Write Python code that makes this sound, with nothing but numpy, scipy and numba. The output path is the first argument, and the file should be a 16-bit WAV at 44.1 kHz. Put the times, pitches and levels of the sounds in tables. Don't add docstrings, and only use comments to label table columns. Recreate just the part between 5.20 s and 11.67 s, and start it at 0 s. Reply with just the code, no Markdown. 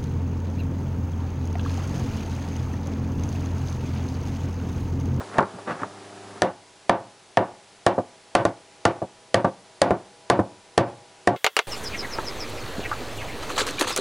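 import sys
import numpy as np
from scipy import signal
from scipy.fft import rfft, irfft
from scipy.io import wavfile
from scipy.ndimage import uniform_filter1d
from numba import njit

SR = 44100
rng = np.random.default_rng(int(sys.argv[2]) if len(sys.argv) > 2 else 0)


def file_out(sig):
    cols = np.atleast_2d(sig).T
    lim = np.clip(cols, -1, 1)
    pcm = np.round(lim * 32767).astype(np.int16)
    wavfile.write(sys.argv[1], SR, pcm)


def natural_amplitude(level_db):
    exponent = np.asarray(level_db, float) / 20
    return 10 ** exponent


N = 285320
TIME_S = np.arange(N) / SR

# (frequency [Hz], density [dB per Hz])
YARD_AIR = [(15, -47.5), (25, -36), (87, -35), (124, -4.5), (327, -8.5), (372, -1.5), (422, -4), (573, -3),
            (759, -4.5), (1000, -6), (1080, -7.5), (4870, -10.5), (11000, -17.5), (14300, -104),
            (22000, -120)]
# (frequency [Hz], density [dB per Hz])
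FAST_AIR = [(35, -66), (60, -23), (1170, -11), (1510, -11), (1660, -8), (1910, -10), (2520, -17),
            (3340, -7), (4030, -16.5), (16000, -19.5)]
# (frequency [Hz], density [dB per Hz])
TRAFFIC = [(15, 8), (30, 14), (70, 6), (140, -18), (300, -45)]
# (frequency [Hz], level [dB])
MAINS_HUM = [(102.3, -49), (199.2, -53), (301.5, -49.5), (376.8, -48), (403.7, -47), (602.9, -53),
             (705.2, -52), (780.6, -51.5)]
# (frequency [Hz], level [dB])
MACHINE = [(366.1, -69.5), (387.6, -73), (484.5, -63), (581.4, -90), (646.0, -61), (818.3, -60.5),
           (974.4, -63.5), (1464, -74)]
# (time [s], level [dB])
MACHINE_SWELL = [
    (0, 5),
    (1.2, -4),
    (2.2, -13),
    (3, -5),
    (4.5, -3.5),
    (6.2, 0),
]
# (frequency [Hz], level [dB])
FAST_MACHINE = [(3270, -73), (3400, -69), (3520, -77)]
# (frequency [Hz], density [dB per Hz])
PORT_HISS = [(12, -22), (20, 2), (228, -3), (291, -5), (1170, -6.5), (1410, -7), (2280, -4.5), (9950, -7),
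             (12000, -16), (15600, -62.5), (22000, -120)]

# (time of full pressure [s], attack [s], hold [s], level [dB])
STROKES = [
    (0.001, 0.01, 0.00092, -33),
    (0.178, 0.11, 0.00088, -26),
    (0.476, 0.011, 0.045, -23.5),
    (0.621, 0.069, 0.001, -27.5),
    (1.2, 0.18, 0.022, -39.5),
]
# (frequency [Hz], density [dB per Hz])
SCUFFED_SHEET = [(60, -49), (170, -3), (330, -4), (560, -2), (1000, -2.5), (1450, -5), (2200, -16),
                 (4000, -29.5), (8000, -41), (13000, -100)]
# (time [s], peak [dB], boom [dB], ring stretch [ratio])
LIP_TAPS = [(0.0, -28.5, -13.5, 0.74), (0.152, -28, -17, 0.91), (0.182, -4, -10, 0.28),
            (0.204, -9.5, -10, 0.47), (0.225, -15, -9, 0.29), (0.325, -40, 1, 0.5), (0.339, -32, 5, 0.75),
            (0.383, -32, -13, 0.41), (0.476, -25, -3, .99), (0.51, -27.5, 5, 0.96), (0.531, -35, -14, 0.87),
            (0.619, -26.5, -0.5, 0.99), (0.631, -21, -21.5, 0.18)]

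# (frequency [Hz], level [dB], decay t60 [s])
PANEL_MODES = [(107.9, -0.5, 0.23), (191.5, -0.5, 0.24), (331.6, -2.5, 0.17), (376, -29, 0.34),
               (526.8, -4.5, 0.33), (660, -22, 0.76), (706, 0, 0.16), (832, -18, 0.73), (943, -24, 0.63),
               (1030, -34.5, 0.54), (1035, -2, 0.077), (1170, -2, 0.085), (1248, -39.5, 0.14),
               (1396, 1, 0.037), (1530, -13.5, 0.28), (1684, -1, 0.054), (1798, 4, 0.033),
               (1985, -16.5, 0.18)]
# (frequency [Hz], density [dB per Hz])
MODE_CROWD = [(35, -51), (60, -48.5), (97, 1), (250, -6.5), (314, 4.5), (449, -11.5), (531, -5.5),
              (758, -5.5), (860, -10), (1340, -19), (9000, -37.5), (11700, -87), (19800, -120)]
# (frequency [Hz], t60 [s])
CROWD_DECAY = [(60, 0.52), (160, 0.33), (420, 0.26), (1100, 0.36), (2910, 0.27), (7680, 0.022)]
# (time [s], peak [dB], crack [dB], time until the hand chokes the
# ring [s])
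DEEP_BLOW = [
    (1.219, -10, -11, 0.091),
]
# (time [s], peak [dB], crack [dB], choke time [s])
FULL_BLOWS = [
    (1.694, -2.5, -18.5, 0.077),
    (2.171, -4, -23.5, 0.074),
    (2.664, -4.5, -11, .073),
    (3.1504, -6.5, -10, 0.092),
    (3.6522, -5, -10, 0.065),
    (4.1428, -6.5, -9.5, 0.077),
    (4.6163, -4, -10, 0.089),
    (5.099, -5, -11, 0.086),
    (5.577, -1.5, -11, 0.074),
    (6.073, -1.5, -16.5, 0.078),
]
# (time [s], peak [dB], crack [dB], choke time [s])
SOFT_BOUNCES = [
    (2.779, -12.5, -85, 0.036),
    (3.251, -9, -15, 0.085),
    (3.817, -18, -101, 0.048),
    (4.244, -8, -35.5, 0.052),
    (4.706, -6, -32, 0.059),
    (5.19, -6.5, -57, 0.043),
]
# (time [s], peak [dB], crack [dB], choke time [s])
QUICK_BLOWS = [
    (6.137, -1.5, -19, 0.07),
    (6.2439, -7, -10.5, 0.067),
    (6.2642, -4.5, -22, 0.059),
    (6.3665, -5.5, -8.5, 0.13),
    (6.3903, -4.5, -27, 0.038),
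]

BANDS_HZ = 70 * 2 ** np.arange(0, 7.2, 1 / 3)
CHANGE_S, CHANGE_FADE_S, SPEED = 6.165, 0.0027, 4
SCUFF_END_S = 1.22
SLOW_TOP_HZ, FAST_TOP_HZ, FAST_CLICK_HZ = 10800, 15700, 16500


def at_hz(table, hz):
    f, value = np.transpose(table)
    return np.interp(np.log(np.maximum(hz, 1)), np.log(f), value)


def noise(colour):
    spectrum = rfft(rng.standard_normal(N))
    x = irfft(spectrum * natural_amplitude(at_hz(colour, np.fft.rfftfreq(N, 1 / SR))), N)
    return x / x.std()


def walk(rate):
    k = int(SR / rate)
    x = uniform_filter1d(uniform_filter1d(rng.standard_normal(N), k), k)
    return x / x.std()


def band(x, hz, kind, order=3):
    return signal.sosfilt(signal.butter(order, hz, kind, fs=SR, output="sos"), x)


def wall(x, hz):
    return signal.sosfilt(signal.ellip(8, .3, 80, hz, fs=SR, output="sos"), x)


def onset(t, rise_s, power=2):
    return 1 - np.exp(-(t / rise_s) ** power)


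def tones(lines, wobble_db, drift):
    out = np.zeros(N)
    for hz, db in lines:
        level = np.sqrt(2) * natural_amplitude(db + wobble_db * walk(13.0))
        phase = 2 * np.pi * hz * np.cumsum(1 + drift * walk(23.7)) / SR
        out += level * np.sin(phase)
    return out


def duck():
    yard_db, knock_db, blow_db, recover_db_s, smooth_s = -54.5, 3, 6.5, 1.5, 0.08
    loud = [(LIP_TAPS[2][0], knock_db)]
    loud += [(row[0], blow_db) for row in DEEP_BLOW + FULL_BLOWS + SOFT_BOUNCES]
    pulls = [(TIME_S > s) * np.maximum(db - recover_db_s * (TIME_S - s), 0) for s, db in loud]
    return yard_db - uniform_filter1d(np.max(pulls, axis=0), int(smooth_s * SR))


def yard():
    duck_db = duck()
    air = noise(YARD_AIR) * natural_amplitude(7.5 + 0.13 * walk(3) + duck_db)
    hum_db = duck_db + 51.0 - 12.6 * (TIME_S > SCUFF_END_S)
    hum = tones(MAINS_HUM, wobble_db=0.8, drift=0.0031) * natural_amplitude(hum_db)
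    machine = tones(MACHINE, wobble_db=2.5, drift=0.0054)
    return air + hum + machine * natural_amplitude(np.interp(TIME_S, *np.transpose(MACHINE_SWELL)))


def garage(x):
    t = np.arange(int(.4 * SR)) / SR
    tail = rng.standard_normal(len(t)) * np.exp(-np.log(1000) * t / 0.35) * (t > .048)
    tail = signal.lfilter([1], [1, -.8], tail)
    tail /= np.sqrt(np.sum(tail ** 2))
    return x + natural_amplitude(-34.0) * signal.fftconvolve(x, tail)[:N]


def pressure():
    rest_db, release_db_s = -44, 359
    levels = [np.full(N, rest_db)]
    for s, attack, hold, db in STROKES:
        rising = np.maximum(s - TIME_S, 0) / attack * (db - rest_db)
        releasing = np.maximum(TIME_S - s - hold, 0) * release_db_s
        levels.append(db - rising - releasing)
    return np.max(levels, axis=0)


def scuff(count=8):
    t = np.arange(int(.06 * SR)) / SR
    spots = noise(SCUFFED_SHEET)[:count * len(t)].reshape(count, -1)
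    spots = spots * np.exp(-t / 0.0054) * onset(t, 0.0009, power=1)
    catches = (rng.random((count, N)) < 230 / SR) * rng.standard_normal(N)
    catches = catches * natural_amplitude(np.minimum(6.3 * rng.exponential(size=N), 5.5))
    x = signal.fftconvolve(catches, spots, axes=1).sum(axis=0)[:N]
    return x / x.std() * natural_amplitude(pressure() - 4.0) * (TIME_S < SCUFF_END_S)


def sheet_bands(colour):
    size = 2 ** 16
    f = np.fft.rfftfreq(size, 1 / SR)
    octaves = np.log2(np.maximum(f, 1) / BANDS_HZ[:, None])
    shape = np.exp(-.5 * (octaves / .13) ** 2)
    x = irfft(rfft(rng.standard_normal((len(BANDS_HZ), size))) * shape)
    weight = natural_amplitude(at_hz(colour, BANDS_HZ)) * np.sqrt(BANDS_HZ / 500)
    return x / x.std(axis=1, keepdims=True) * weight[:, None]


def tilt(hz, boom_db, crack_db):
    low_db = (boom_db + 10) / (1 + (hz / 300) ** 4)
    high_db = 0.46 * (crack_db - 3.5) / (1 + (1800 / hz) ** 4)
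    return natural_amplitude(low_db + high_db)


def crowd_ring(sheet, step, boom_db, crack_db, late_s):
    t = step / SR
    fall = np.exp(-np.log(1000) * np.outer(1 / at_hz(CROWD_DECAY, BANDS_HZ), t))
    crowd = tilt(BANDS_HZ, boom_db, crack_db) @ (sheet[:, step + rng.integers(40000)] * fall)
    lows = band(crowd, 200, "low", order=1) * onset(t, late_s, power=1)
    return band(crowd, 220, "high", order=1) + lows


def mode_ring(t, boom_db, crack_db, modes_db, speed):
    hz, db, t60 = np.transpose(PANEL_MODES)
    spot, detune = rng.standard_normal((2, len(hz)))
    swing = np.sin(2 * np.pi * np.outer(hz * (1 + 0.0069 * detune), t))
    swing *= np.exp(-np.log(1000) * np.outer(1 / t60, t))
    rattle = uniform_filter1d(rng.standard_normal(swing.shape), size=400 // speed)
    swing *= natural_amplitude(3.15 * np.sqrt(400 / speed) * rattle)
    level = natural_amplitude(db + modes_db + 1.8 * spot) * np.sign(detune)
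    return (level * tilt(hz, boom_db, crack_db)) @ swing


def dent_flap(t, flap_hz, boom_db, crack_db):
    hz = flap_hz * np.exp(0.018 * rng.standard_normal() - 0.034 * (boom_db + 17))
    flap = np.sin(2 * np.pi * hz * t) * np.exp(-(t / 0.0024) ** 2)
    return flap * onset(t, 0.00015 * natural_amplitude(np.clip(-.5 * (crack_db + 13.5), -6, 12)))


def steel_crack(t, speed):
    burst = band(rng.standard_normal(len(t)), 4630 * speed ** 0.44, "low", order=2)
    burst = band(burst, 1160, "high", order=1)
    return burst * 1.52 * (np.exp(-(t / 0.0014) ** 2) + 0.091 * np.exp(-t / 0.016))


def landings(table, boom_db, stretch, per_db):
    boom_db_s = 2.04
    return [(s, peak_db, boom_db + boom_db_s * (s - 3.5), crack_db, stretch + per_db * (peak_db + 12.5), choke_s)
            for s, peak_db, crack_db, choke_s in table]


def blows(table, sheet, modes_db, flap_db, flap_hz, late_s, speed=1):
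    out = np.zeros(N + SR)
    step = np.arange(int(.5 * SR / speed)) * speed
    t = step / SR
    graze_n = 160 // speed
    for s, peak_db, boom_db, crack_db, stretch, choke_s in table:
        choke = 1 / (1 + np.exp(np.clip((choke_s - t) / 0.0058, -50, 50)))
        ring = crowd_ring(sheet, step, boom_db, crack_db, late_s) * natural_amplitude(-9 * choke)
        ring += mode_ring(t, boom_db, crack_db, modes_db, speed) * natural_amplitude(-7.5 * choke)
        ring *= np.exp(-t * 25 * (1 / np.clip(stretch, .2, 3) - 1))
        ring *= onset(t, 0.0016 + 0.00003 * max(-32 - crack_db, 0))
        ring /= np.sqrt(np.mean(ring[:int(.03 * SR / speed)] ** 2))
        hit = natural_amplitude(-8.0) * ring
        hit += natural_amplitude(flap_db + 0.083 * peak_db) * dent_flap(t, flap_hz, boom_db, crack_db)
        hit += natural_amplitude(crack_db + 12.0) * steel_crack(t, speed)
        graze = band(rng.standard_normal(graze_n), 3000, "low", order=1) * np.linspace(0, 1, graze_n) ** 3
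        hit = np.r_[natural_amplitude(0.6 * crack_db - 8) * graze, hit][:len(t)]
        i = max(int((s + 0.000984 / speed) * SR) - graze_n, 0)
        out[i:i + len(t)] += natural_amplitude(peak_db) * hit
    return out[:N]


def lip_taps():
    crack_db, choke_s = -31.5, 0.05
    table = [(s, db, boom_db, crack_db, stretch, choke_s) for s, db, boom_db, stretch in LIP_TAPS]
    return blows(table, sheet_bands(SCUFFED_SHEET), modes_db=-6.5, flap_db=-1, flap_hz=403, late_s=0.0039)


def hammering(sheet):
    table = landings(DEEP_BLOW, boom_db=-13.5, stretch=1, per_db=.001)
    table += landings(FULL_BLOWS, boom_db=-18.5, stretch=0.96, per_db=0.0009)
    table += landings(SOFT_BOUNCES, boom_db=-15.5, stretch=0.53, per_db=0.015)
    return blows(sorted(table), sheet, modes_db=-2.0, flap_db=6.5, flap_hz=580, late_s=0.045)


def fast_hammering(sheet):
    table = landings(QUICK_BLOWS, boom_db=-16, stretch=0.93, per_db=0.001)
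    return blows(table, sheet, modes_db=-0.5, flap_db=4.0, flap_hz=680, late_s=0.02, speed=SPEED)


@njit
def squeeze(x, top, power, attack, release):
    gain, e = np.ones(len(x)), 0.
    for i in range(len(x)):
        a = abs(x[i])
        e += (a - e) * (attack if a > e else release)
        if e > top:
            gain[i] = (top / e) ** power
    return gain


def limiter(x, speed=1):
    attack_s, release_s = 0.0086, .06
    x = x * squeeze(x, 0.15, 0.98, speed / (attack_s * SR), speed / (release_s * SR))
    return x / (1 + np.abs(x / .5) ** 8) ** (1 / 8)


def scene():
    sheet = sheet_bands(MODE_CROWD)
    work = band(garage(hammering(sheet) + lip_taps() + scuff()), 72, "high")
    slow = wall(limiter(work + yard()), SLOW_TOP_HZ) + noise(TRAFFIC) * natural_amplitude(-78)

    fast = 1.03 * limiter(band(fast_hammering(sheet), 430, "high"), SPEED)
    fast = wall(fast, FAST_CLICK_HZ) + wall(noise(FAST_AIR), FAST_TOP_HZ) * natural_amplitude(-53.5)
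    fast += tones(FAST_MACHINE, wobble_db=4.0, drift=0.0027)

    since_change = TIME_S - CHANGE_S
    fade = 1 / (1 + np.exp(np.clip(since_change / CHANGE_FADE_S, -50, 50)))
    mid = slow * fade + fast * np.clip((since_change + .005) / .0015, 0, 1)
    hiss_level = natural_amplitude(-70) * (fade + 0.26) + natural_amplitude(-36.0) * uniform_filter1d(mid ** 2, 400)
    side = wall(noise(PORT_HISS) * hiss_level, SLOW_TOP_HZ) + natural_amplitude(-49.5) * walk(300) * mid
    return np.array([mid + side, mid - side])


def low_pass(x):
    return signal.sosfilt(signal.butter(12, 17140, fs=SR, output="sos"), x)


def record(dry):
    return low_pass(dry)


dry = scene()
out = record(dry)
file_out(out)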